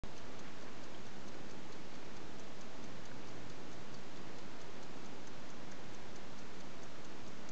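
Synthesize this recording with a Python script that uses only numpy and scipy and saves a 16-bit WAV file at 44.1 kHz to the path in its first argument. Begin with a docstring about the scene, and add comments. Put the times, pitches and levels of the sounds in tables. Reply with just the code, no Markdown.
"""Pocket watch in a quiet room

An old watch on a table beats 4.5 times a second. At each beat the escapement unlocks, a tooth drops
on a pallet and the lever rattles; all three ring the metal case. A small camera close above adds
hiss and a thin whine. Behind: room murmur, faint hum, a passing drone, a rustle and tiny taps."""
import sys
import numpy as np
from scipy import signal
from scipy.fft import rfft, irfft, next_fast_len
from scipy.io import wavfile

SR = 44100
rng = np.random.default_rng(int(sys.argv[2]) if len(sys.argv) > 2 else 0)


def waveform_to_disk(signal):
    """Save audio, clipped to [-1, 1], as 16-bit WAV at the path in sys.argv[1]."""
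    frames = np.transpose(np.atleast_2d(signal))
    scaled = np.clip(frames, -1, 1) * 32767
    samples = np.round(scaled).astype(np.int16)
    wavfile.write(sys.argv[1], SR, samples)


N = 331191


def undb(db):
    """Decibels to gain."""
    return 10 ** (np.asarray(db) / 20)


def unit(x):
    """Scale to rms 1."""
    return x / np.sqrt(np.mean(x ** 2))


def add(track, start_s, sound):
    """Mix a sound into a track."""
    i = int(np.clip(start_s * SR, 0, N - 1))
    track[i:i + len(sound)] += sound[:N - i]


def coloured(points):
    """Noise of rms 1, spectrum through (freq_hz, gain_db) points."""
    hz, db = np.transpose(points)
    freq_hz = np.maximum(np.fft.rfftfreq(N, 1 / SR), 1)
    gain = undb(np.interp(np.log(freq_hz), np.log(hz), db))
    return unit(irfft(rfft(rng.standard_normal(N)) * gain, N))


def band(centre_hz, width_hz, size):
    """Noise of rms 1 in one steep-skirted resonance."""
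    detuning = 2 * (np.fft.rfftfreq(size, 1 / SR) - centre_hz) / width_hz
    return unit(irfft(rfft(rng.standard_normal(size)) / (1 + detuning ** 2), size))


def hum_lines(rows):
    """Wavering hum: one narrow noise band per row."""
    return sum(undb(db) * band(hz, width_hz, next_fast_len(N))[:N] for hz, db, width_hz in rows)


def wander(rate_hz):
    """Slow random drift of rms 1."""
    place = np.arange(N) / SR * rate_hz
    return unit(np.interp(place, np.arange(1024), rng.standard_normal(1024)))


def room(drift_db=0.3):
    """Low murmur that drifts and eases slightly, with faint hum."""
    # murmur loudness: time_s, level_db
    murmur_levels = [(0, -53.5), (3.9, -54.5), (4.8, -54), (7.5, -55.3)]
    # murmur spectrum: freq_hz, gain_db
    murmur_colour = [(20, -21), (45, -6.5), (75, -3), (130, -1), (230, 2), (380, -0.5), (520, -3.5),
                     (900, -10.5), (2000, -44)]
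    # room hum: pitch_hz, level_db, width_hz
    hum = [(131, -71, 21), (193.4, -67.5, 9), (254.8, -72, 4.5), (331.4, -73.5, 4.7), (396, -71.5, 4.6),
           (654, -76, 2.6)]
    level_db = np.interp(np.arange(N) / SR, *np.transpose(murmur_levels)) + drift_db * wander(rate_hz=6)
    return undb(level_db) * coloured(murmur_colour) + hum_lines(hum)


def hiss(level_db=-55):
    """Steady camera hiss."""
    # hiss spectrum: freq_hz, gain_db
    colour = [(20, -3.5), (200, -0.5), (600, -0.5), (1000, 1), (1600, -1.5), (2500, -5), (4000, -8),
              (5500, -11), (7000, -12), (9000, -14.5)]
    return undb(level_db) * coloured(colour)


def whine():
    """Thin, steady sines from the camera's electronics."""
    # whine tones: pitch_hz, rms_db
    tones = [(3555, -95), (4390, -92), (6665.5, -84.5)]
    t = np.arange(N) / SR
    return sum(undb(db) * np.sqrt(2) * np.sin(2 * np.pi * (hz * t + rng.random())) for hz, db in tones)


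def drone(start_s=2.8, attack_s=0.45, hold_s=0.15, release_s=1.1, speedup_per_s=0.18):
    """A distant drone swells, holds, then speeds up and climbs in pitch as it fades."""
    # drone bands before the climb: pitch_hz, level_db, width_hz
    bands = [(123, -58.5, 5.4), (175, -63, 32), (327, -64, 30)]
    t = np.arange(N) / SR
    corners_s = np.cumsum([start_s, attack_s, hold_s, release_s])
    speed = 1 + speedup_per_s * np.clip(t - corners_s[2], 0, release_s)
    sound = np.interp(np.cumsum(speed), np.arange(N), hum_lines(bands))
    return np.interp(t, corners_s, [0, 1, 1, 0]) * sound


def rustle(level_db=-63, peak_s=0.53, half_width_s=0.34, patchy_db=4):
    """Soft, uneven rustle of a hand settling on the camera."""
    grip = np.interp(np.linspace(0, 299, N), np.arange(300), rng.standard_normal(300))
    swell = np.exp(-((np.arange(N) / SR - peak_s) / half_width_s) ** 2)
    friction = band(centre_hz=1600, width_hz=2200, size=next_fast_len(N))[:N]
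    return undb(level_db + patchy_db * grip) * swell * friction


def taps(attack_s=0.00068, size=16384):
    """Tiny knocks around the camera, each dying away in one broad resonance."""
    # knocks: start_s, level_db, centre_hz, width_hz, decay_s
    knocks = [(0.266, -50, 1600, 1500, .005), (.946, -53.5, 3180, 500, 0.006),
              (1.343, -44, 2300, 5000, .002), (1.348, -41, 300, 303, 0.0072),
              (3.114, -45.5, 1360, 550, .006), (3.695, -54, 284, 160, 0.033),
              (5.72, -51.5, 1600, 900, 0.0088)]
    out, t = np.zeros(N), np.arange(size) / SR
    for start_s, level_db, centre_hz, width_hz, decay_s in knocks:
        envelope = np.exp(-t / decay_s) * (1 - np.exp(-t / attack_s))
        add(out, start_s, undb(level_db) * band(centre_hz, width_hz, size) * envelope)
    return out


def chatter(delay_s, spread_s, fade_db, count, size=4096):
    """Force of a quick row of tiny, uneven contacts that tend to weaken."""
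    place = (np.arange(count) + rng.random(count)) / count
    at = np.clip(((delay_s + spread_s * place) * SR).astype(int), 0, size - 1)
    force = np.zeros(size)
    np.add.at(force, at, undb(-fade_db * place + 4.2 * rng.standard_normal(count)))
    return force


def case_ring(force, contact, low_db, scatter_db=3.5, snap_db=3, snap_decay_s=0.0016):
    """The case answers a "drop" or "rub" with a dry steel snap and modes that vary each time."""
    # modes of case and movement: pitch_hz, t60_s, tooth_drop_db, lever_rub_db
    modes = [(1630, 0.0092, -16.5, -12), (3080, 0.031, -19, -15.5), (3600, 0.0083, -14.5, -6.5),
             (3540, 0.026, -7, -8), (4160, 0.02, -11, -4), (4600, 0.02, -25.5, -6.5),
             (4580, 0.037, -12, -6), (5080, 0.017, -15, -6), (5540, 0.016, -10, -9), (6140, 0.017, 7, -3),
             (6280, .010, 4, -3), (6600, 0.022, -5, -1.5), (6950, 0.009, -4.5, -1)]
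    pitch_hz, t60_s, drop_db, rub_db = np.transpose(modes)
    t = np.arange(len(force)) / SR
    gain_draw, pitch_draw = rng.standard_normal((len(modes), 2)).T
    mode_db = {"drop": drop_db, "rub": rub_db}[contact] + low_db * (pitch_hz < 5700)
    gain = undb(mode_db + scatter_db * gain_draw)
    detuned_hz = pitch_hz * (1 + 0.005 * pitch_draw)
    decay = np.exp(-np.log(1000) * t / t60_s[:, None])
    ringing = gain @ (np.sin(2 * np.pi * detuned_hz[:, None] * t) * decay)
    snap = band(centre_hz=6200, width_hz=5600, size=len(force)) * np.exp(-t / snap_decay_s)
    response = ringing + undb(snap_db + low_db / 2) * snap
    sound = signal.fftconvolve(force, response)[:len(force)]
    return sound / np.sqrt(np.sum(sound ** 2) / (0.004 * SR))  # energy of 4 ms at rms 1


def watch(first_tick_s=0.179, swing_s=0.44358, tock_lag_s=0.2142, tooth_spread_db=2.5):
    """Each full swing of the balance frees both pallets in turn: unlocking, tooth drop, rattle."""
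    # pallets, tick then tock: unlock_lead_s, unlock_db, drop_db, rattle_db, low_modes_db
    pallets = [(.012, -58, -57, -57.5, -2.5), (0.0032, -63, -56, -54, -0.5)]
    # ticking turns duller, then brighter: time_s, drop_offset_db, low_modes_offset_db
    tick_colour = [(.35, 3, 3), (.7, -5, 3), (1.8, 0.5, 1.5), (3.4, -1, 2), (4.1, -3, 13), (4.7, 0, -3),
                   (7.4, -1, -3.5)]
    times_s, drop_offset_db, low_offset_db = np.transpose(tick_colour)
    out = np.zeros(N)
    blow = signal.unit_impulse(4096)
    for tick_s in np.arange(first_tick_s, N / SR, swing_s):
        beats_s = (tick_s, tick_s + tock_lag_s)  # under half a swing apart: slightly out of beat
        for beat_s, (lead_s, unlock_db, drop_db, rattle_db, low_modes_db) in zip(beats_s, pallets):
            tooth_db = tooth_spread_db * rng.standard_normal()  # no two teeth land alike
            hit_db = drop_db + np.interp(beat_s, times_s, drop_offset_db) + tooth_db
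            low_db = low_modes_db + np.interp(beat_s, times_s, low_offset_db)
            low_db -= 0.7 * tooth_db  # softer landings sound duller
            unlock = chatter(delay_s=0, spread_s=0.0035, fade_db=5, count=4)
            rattle = chatter(delay_s=0.0022, spread_s=0.006, fade_db=6.5, count=5)
            add(out, beat_s - lead_s, undb(unlock_db) * case_ring(unlock, "rub", low_db=8.5))
            add(out, beat_s, undb(hit_db) * case_ring(blow, "drop", low_db))
            add(out, beat_s, undb(rattle_db) * case_ring(rattle, "rub", low_db))
    return out


def scene():
    """The watch close by, the room behind it; mono."""
    return (watch() + taps() + rustle() + room() + drone())[None]


def record(dry):
    """The camera adds hiss, whine and converter offset, cuts the treble and opens after a moment."""
    # camera treble roll-off: freq_hz, gain_db
    roll_off = [(6500, -0.5), (7000, -3), (7500, -5), (8100, -10.5), (8700, -23.5), (9100, -41.5)]
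    open_s, cutoff_hz, dc_offset = 0.036, 8750, 0.02
    sound = dry + hiss() + whine()
    treble_gain = undb(np.interp(np.fft.rfftfreq(N, 1 / SR), *np.transpose(roll_off)))
    sound = irfft(rfft(sound) * treble_gain, N) + dc_offset
    sound *= np.arange(N) / SR > open_s
    lowpass = signal.ellip(10, 0.1, 80, cutoff_hz, fs=SR, output="sos")
    return signal.sosfilt(lowpass, sound)


dry = scene()
out = record(dry)
waveform_to_disk(out)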